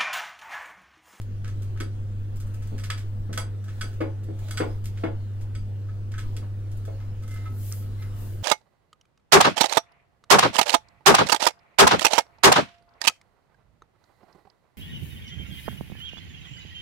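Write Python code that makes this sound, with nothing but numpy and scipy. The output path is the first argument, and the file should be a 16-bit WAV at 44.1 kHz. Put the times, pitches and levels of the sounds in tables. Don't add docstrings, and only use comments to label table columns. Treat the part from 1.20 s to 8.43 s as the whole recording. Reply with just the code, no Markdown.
import sys
import numpy as np
from scipy import signal
from scipy.fft import rfft, irfft
from scipy.io import wavfile
from scipy.ndimage import uniform_filter1d

SR = 44100
rng = np.random.default_rng(int(sys.argv[2]) if len(sys.argv) > 2 else 0)


def volts_from_decibels(level):
    exponent = np.asarray(level, float) / 20
    return 10 ** exponent


def transcribe(signal):
    frames = np.atleast_2d(signal).T
    limited = np.clip(frames, -1, 1)
    pcm = np.round(limited * 32767).astype(np.int16)
    wavfile.write(sys.argv[1], SR, pcm)


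N = 318843

# f/Hz, level/dB, t60/s
PLASTIC_MODES = [(1289, -3, .1), (1550, -1.5, .04), (1717, -5, .044), (3360, -9, .046), (4880, -14, .05),
                 (6230, -13, .08), (8030, -15, .09)]


def tin_taps():
    # t/s, blow level/dB, tilt/(dB per octave), ring level/dB, pitch f/Hz
    blows = [
        (5.798, -47, -7, 0.5, 1300),
        (6.0307, -51.5, -2, 6, 1290),
        (6.2527, -41, -9, 3, 1290),
        (6.512, -41.5, -4, -2, 1290),
        (6.62, -55, 2, 2, 1300),
        (6.815, -41.5, -5, -1, 2000),
    ]
    # f/Hz, level/dB, t60/s
    tin_modes = [(125, 14, .15), (1290, 0, .12), (2070, -8, .16), (3500, -20, .06), (4720, -17, .08),
                 (6220, -17, .08)]
    return struck(blows, tin_modes, low_slope=13.0, top_hz=7040, rise_ms=8.7, scrape_ms=12)


def drag():
    # peak t/s, level/dB, rise/s, fall/s
    lower_strokes = [
        (6.05, -75, .015, .03),
        (6.12, -61, 0.022, 0.048),
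        (6.17, -60, .02, 0.045),
        (6.268, -54, 0.0068, 0.06),
        (6.63, -70, 0.016, .06),
    ]
    # peak t/s, level/dB, rise/s, fall/s
    upper_strokes = [
        (6.11, -56, .025, 0.063),
        (6.22, -63, 0.041, 0.062),
        (6.83, -56, 0.029, 0.03),
    ]
    width_hz = 10
    out, t = np.zeros(N), np.arange(N) / SR
    pole = np.exp(-np.pi * width_hz / SR)
    for hz, strokes in ((1290, lower_strokes), (2070, upper_strokes)):
        drift = signal.lfilter([1], [1, -pole], rng.standard_normal((N, 2)) @ [1, 1j])
        envelope = 1.9 + drift / np.std(drift)
        tone = (envelope * np.exp(2j * np.pi * hz * t)).real
        out += swells(strokes) * evened(tone)
    return out


def snap():
    # t/s, level/dB, f/Hz, width/ms
    releases = [
        (6.5238, -24.5, 5830, 0.26),
    ]
    out, t = np.zeros(N), np.arange(-60, 60) / SR
    for s, db, hz, width_ms in releases:
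        pair = np.sin(2 * np.pi * hz * t) + 1.1 * np.sin(2 * np.pi * 1.52 * hz * t)
        add(out, s, volts_from_decibels(db) * np.exp(-(1000 * t / width_ms) ** 2) * pair)
    return out


def slide():
    strokes = [
        (6.13, -89, 0.046, .06),
        (6.5, -45.5, 0.091, 0.09),
        (6.82, -58.5, 0.021, 0.041),
        (7.01, -52.5, 0.036, 0.13),
    ]
    # f/Hz, level/(dB per Hz)
    skin_spectrum = [(1000, -18), (3000, -10), (6500, -7.5), (11500, -2.5), (14500, 1), (16000, -6.5)]
    return hiss([skin_spectrum], patchy_db=.9, likeness=.84, lean_db=3.5) * swells(strokes)


def knocks():
    # t/s, blow level/dB, tilt/(dB per octave), ring level/dB, pitch f/Hz
    blows = [(.604, -27.5, -23, -5, 342), (1.517, -30, -18, -5.5, 242), (2.091, -27.5, -11, -12, 248),
             (2.173, -26, -7, -11, 810), (2.63, -35, -12, -4, 340), (2.804, -17.5, -7, 1, 358),
             (3.085, -32.5, -14.5, -1, 330), (3.4, -15.5, -7, -3.5, 375), (3.834, -19, -6.5, -1, 340),
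             (5.219, -41.5, -12, -19, 900), (5.676, -35, -13.5, 1.5, 550)]
    # f/Hz, level/dB, t60/s
    wood_modes = [(120, -4, .15), (245, -10, .08), (323, 2, .13), (420, -4, .11), (481, -5, .12),
                  (549, -4, .13), (650, -6, .11), (740, -6, .1), (851, -8, .12), (1370, -7, .09),
                  (1780, -10, .08), (2175, -10, .08), (3400, -16, .09), (4820, -22, .11)]
    return struck(blows, wood_modes, low_slope=6.7, top_hz=3340, rise_ms=3.2, scrape_ms=16)


def clacks():
    # t/s, blow level/dB, tilt/(dB per octave), ring level/dB, pitch f/Hz
    blows = [
        (.602, -30, -5, -1.5, 1350),
        (1.5954, -44.5, -2, 1, 1300),
        (1.7006, -22, -7, -2.5, 1450),
        (2.175, -25, -2, 2.5, 1350),
        (2.6105, -27, -5.5, 1.5, 1600),
        (3.3086, -32.5, 0.5, 0.5, 1400),
        (3.3725, -23.5, -6, 0, 1350),
        (4.35, -42, -7.5, 3, 2100),
        (4.9162, -43.5, -4, -13, 1500),
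        (5.1638, -36.5, -3.5, -5, 2220),
    ]
    # f/Hz, level/dB, t60/s
    metal_modes = [(1292, -1, .13), (1500, 2, .055), (1780, -2, .055), (2190, -4, .08), (3290, -4, .09),
                   (3500, -6, .05), (4720, -6, .11), (4880, -5, .09), (6230, -10, .09), (7980, -11, .14),
                   (8035, -10, .12), (10060, -9, .11), (10400, -13, .06), (14630, -18, .08)]
    return struck(blows, metal_modes, low_slope=15, top_hz=14500, rise_ms=1.6, scrape_ms=5.94)


def ticks():
    # t/s, blow level/dB, tilt/(dB per octave), ring level/dB, pitch f/Hz
    blows = [(.2424, -38, -8, -7, 1320), (.275, -41, -5, -0.5, 1340), (.561, -56.5, -14, 8, 1400),
             (.572, -44.5, -8, -3, 1600), (1.4209, -48, -2, 0, 1400), (1.5795, -39, -4, -8, 1400),
             (1.6353, -32, -4, -17, 1350), (1.7748, -37, -4.5, -17, 1500), (2.1274, -32.5, -3.5, -3, 1550),
             (2.44, -50, -1, 1, 1500), (2.48, -44.5, -7, 2, 1530), (2.7303, -50.5, -2.5, 0, 1400),
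             (3.7728, -41.5, -8, -7, 1600), (4.6867, -49.5, -15, 4, 1410), (4.9395, -39.5, -13, 3, 1560),
             (4.9795, -35, -5, 1.5, 1560), (6.1081, -43, 0, -4, 1400), (6.1596, -44, -7, 1, 1390)]
    return struck(blows, PLASTIC_MODES, low_slope=23.0, top_hz=15700, rise_ms=1.0, scrape_ms=17.6)


def crackles():
    # t/s, blow level/dB, tilt/(dB per octave), ring level/dB
    bursts = [(.0133, -46, -.5, -12), (.42, -45, 0.5, -11), (1.1578, -45.5, 2, -13),
              (1.1999, -42.5, 0.5, -10), (1.2678, -51, 4, -6), (1.339, -47, 1, -2), (1.4706, -48, 5, -4),
              (3.034, -50, 1, -14), (3.1892, -48.5, 1, -3), (3.2828, -41, -4, -13), (3.6395, -44, -.5, -10),
              (3.6553, -36, -0.5, -12), (4.2094, -47.5, -1.5, -13), (5.5139, -48.5, 0.5, -16),
              (5.569, -49, 6, -11), (5.6514, -47, 0, -1), (6.0242, -49, 0, -3), (6.0774, -44.5, 1, -3),
              (6.1394, -45, 6, -3)]
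    bursts = [(*burst, 1370) for burst in bursts]
    return struck(bursts, PLASTIC_MODES, low_slope=23.0, top_hz=17500, rise_ms=1.4, scrape_ms=12.4)


def struck(blows, modes, low_slope, top_hz, rise_ms, scrape_ms):
    out, t = np.zeros(N), np.arange(16384) / SR
    hz = np.fft.rfftfreq(len(t), 1 / SR)
    f, mode_db, t60 = np.transpose(modes)
    dying = np.exp(2j * np.pi * f[:, None] * t) * volts_from_decibels(-60 * t / t60[:, None])
    rise = 1 - np.exp(-1000 * t / rise_ms)
    fade_in = np.minimum(t * 2000 / rise_ms, 1) ** 2
    for s, blow_db, tilt, ring_db, pitch_hz in blows:
        grit, lumps = rng.standard_normal((2, len(t)))
        spot = rng.standard_normal((2, len(modes)))
        lumps = evened(uniform_filter1d(lumps, size=90))
        scrape = rfft(grit * volts_from_decibels(4.1 * lumps) * np.exp(-1000 * t / scrape_ms) * rise)
        octaves = np.log2((hz + 1) / pitch_hz)
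        slope_db = tilt * np.maximum(octaves, 0) + low_slope * np.minimum(octaves, 0)
        colour = volts_from_decibels(slope_db) / (1 + (hz / top_hz) ** 4)
        direct = irfft(scrape * colour / np.sqrt(uniform_filter1d(abs(scrape) ** 2, size=90)))
        above = np.log2(f / pitch_hz)
        mode_slope = np.where(above > 0, tilt + 4.5, low_slope)
        strength_db = mode_db + 1.2 * spot[0] + .45 * mode_slope * above
        ring = ((volts_from_decibels(strength_db) * np.exp(3j * spot[1])) @ dying).imag
        ring = ring * rise * volts_from_decibels(2.2 * lumps)
        sound = direct / np.std(direct[:900]) + volts_from_decibels(ring_db) * ring / np.std(ring[:900])
        add(out, s, volts_from_decibels(blow_db - 11.5) * (sound * fade_in)[:14000])
    return out


def kitchen(x, wet_db):
    # f/Hz, t60/s
    decay_times = [(100, 0.3), (500, 0.3), (2000, 0.22), (6000, 0.2), (15000, 0.16)]
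    echoes, first = np.zeros((2, SR // 2)), np.zeros(SR // 2)
    at = np.arange(400, SR // 2 - 20, 20) + rng.integers(0, 20, (2, (SR // 2 - 401) // 20))
    np.put_along_axis(echoes, at, rng.choice([-1., 1.], at.shape), 1)
    first[256] = 1
    hz, t, z = signal.stft(echoes, SR, nperseg=512)
    decay = volts_from_decibels(-60 * t / read(decay_times, hz)[:, None])
    tail = signal.istft(ports(hz, *z, likeness=0.83) * decay, SR, nperseg=512)[1]
    spike = signal.stft(first, SR, nperseg=512)[2]
    direct = signal.istft(ports(hz, spike, spike, likeness=3.3), SR, nperseg=512)[1]
    response = direct + volts_from_decibels(wet_db) * tail / np.linalg.norm(tail[0])
    return signal.fftconvolve(x[None], response, axes=1)[:, 256:N + 256]


def stir():
    gestures = [
        (.52, -69, .2, 0.2),
        (1.6, -61, 0.29, 0.19),
        (2.62, -58.5, 0.11, 0.12),
        (3.3, -54, 0.083, 0.17),
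        (3.81, -59.5, 0.04, 0.027),
        (5.11, -61.5, 0.1, 0.094),
        (5.68, -65.5, 0.13, 0.21),
        (6.22, -57.5, 0.097, 0.072),
        (6.9, -59, 0.24, 0.33),
    ]
    # f/Hz, level/(dB per Hz)
    cloth_spectrum = [(350, -12.5), (600, 0.5), (1570, -7), (2370, -14), (2870, -8.5), (3680, -13),
                      (12500, -22), (16000, -19.5)]
    rest_db = -62
    return (volts_from_decibels(rest_db) + swells(gestures)) * hiss([cloth_spectrum], patchy_db=3.0, likeness=1.0, lean_db=1.1)


def fridge():
    # t/s, level/dB
    hum_levels = [(0.05, -34), (0.41, -29), (0.54, -31), (2.4, -31.5), (2.5, -32.5), (3.81, -30.5),
                  (3.85, -33), (3.9, -31), (5.31, -31), (6.04, -32.5), (6.36, -30.5), (7.15, -32)]
    # f/Hz, width/Hz, level/dB
    buzz_tones = [
        (200.9, 12, -56),
        (242.8, 16, -59.5),
        (316.7, 13.7, -65.5),
        (376.3, 12, -66),
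        (496, 17.4, -66),
        (581, 53, -81.5),
        (15690, 30, -95),
    ]
    hum_hz, left_lag_rad, left_lean_db = 100.2, 0.33, -0.1
    t = np.arange(N) / SR
    level_db = np.interp(t, *np.transpose(hum_levels))
    hum = np.sqrt(2) * volts_from_decibels(level_db) * np.exp(2j * np.pi * hum_hz * t)
    left = hum * volts_from_decibels(left_lean_db) * np.exp(-1j * left_lag_rad)
    out = np.array([left.real, hum.real])
    for hz, width_hz, db in buzz_tones:
        pole = np.exp(-np.pi * width_hz / SR)
        drift = signal.lfilter([1], [1, -2 * pole, pole * pole], rng.standard_normal((N, 2)) @ [1, 1j])
        out = out + volts_from_decibels(db) * evened((drift * np.exp(2j * np.pi * hz * t)).real)
    return out


def room_air():
    # f/Hz, level/(dB per Hz)
    rumble_spectrum = [(8, 2), (22, -1.5), (42, -14), (70, -16), (120, -11.5), (165, -29.5), (230, -49),
                       (400, -80)]
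    # f/Hz, level/(dB per Hz)
    air_spectrum = [(120, -28.5), (300, -22.5), (520, -28.5), (1000, -43), (1400, -41.5), (2500, -48.5),
                    (12000, -64.5), (13500, -98)]
    return volts_from_decibels(-38) * hiss([rumble_spectrum, air_spectrum], patchy_db=2.1, likeness=1.53, lean_db=-0.6)


def hiss(spectra, patchy_db, likeness, lean_db):
    frames, hz = N // 512 + 5, np.fft.rfftfreq(2048, 1 / SR)
    a, b, c, d, patches = rng.standard_normal((frames, 1025, 5)).T
    patches = uniform_filter1d(patches, size=20, axis=0)
    patches = evened(uniform_filter1d(patches, size=8, axis=1))
    power = sum(volts_from_decibels(read(spectrum, hz)) ** 2 for spectrum in spectra)
    colour = np.sqrt(power)[:, None]
    z = ports(hz, a + 1j * b, c + 1j * d, likeness) * colour * volts_from_decibels(patchy_db * patches)
    noise = signal.istft(z, nperseg=2048, noverlap=1536)[1][:, :N]
    return evened(noise) * volts_from_decibels([[lean_db / 2], [-lean_db / 2]])


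def ports(hz, shared, other, likeness):
    # f/Hz, likeness/(0 to 1), left minus right level/dB, left phase lag/rad
    port_table = [(50, 0.7, 2.5, 0.22), (150, 0.96, 0, 0.37), (525, 0.44, 2, 1.2), (947, 0.07, 2, 3.23),
                  (1620, 0.42, -0.5, 7.14), (4860, 0.3, -3.2, 8.19), (7920, 0, -3.3, 11.6),
                  (12430, 0, -3, 20.76)]
    f, *columns = np.transpose(port_table)
    same, lean_db, lag = (np.interp(np.log(hz + 1), np.log(f), c)[:, None] for c in columns)
    same = np.clip(likeness * same, 0, 1)
    right = (same * shared + np.sqrt(1 - same ** 2) * other) * np.exp(1j * lag)
    return np.array([shared * volts_from_decibels(lean_db / 2), right / volts_from_decibels(lean_db / 2)])


def swells(gestures):
    t = np.arange(N) / SR
    out = np.zeros(N)
    for s, db, rise, fall in gestures:
        width = np.where(t < s, rise, fall)
        out += volts_from_decibels(db) * np.exp(-.5 * ((t - s) / width) ** 2)
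    return out


def evened(x):
    return x / np.sqrt(np.mean(x ** 2) + 1e-20)


def read(points, hz):
    f, value = np.transpose(points)
    return np.interp(np.log(hz + 1), np.log(f + 1), value)


def add(mix, s, sound):
    part = mix[round(s * SR):][:len(sound)]
    part += sound[:len(part)]


def scene():
    near = kitchen(tin_taps() + snap() + drag(), wet_db=-15.0)
    around = kitchen(knocks() + clacks() + ticks() + crackles(), wet_db=-3.5)
    return near + around + slide() + stir() + fridge() + room_air()


def roll_off(x):
    return signal.sosfilt(signal.butter(12, 15860, fs=SR, output="sos"), x)


def record(dry):
    lowpass = signal.firwin(1023, 15860, window=("kaiser", 9), fs=SR)
    limited = signal.oaconvolve(dry, lowpass[None], "same")
    return roll_off(limited)


dry = scene()
out = record(dry)
transcribe(out)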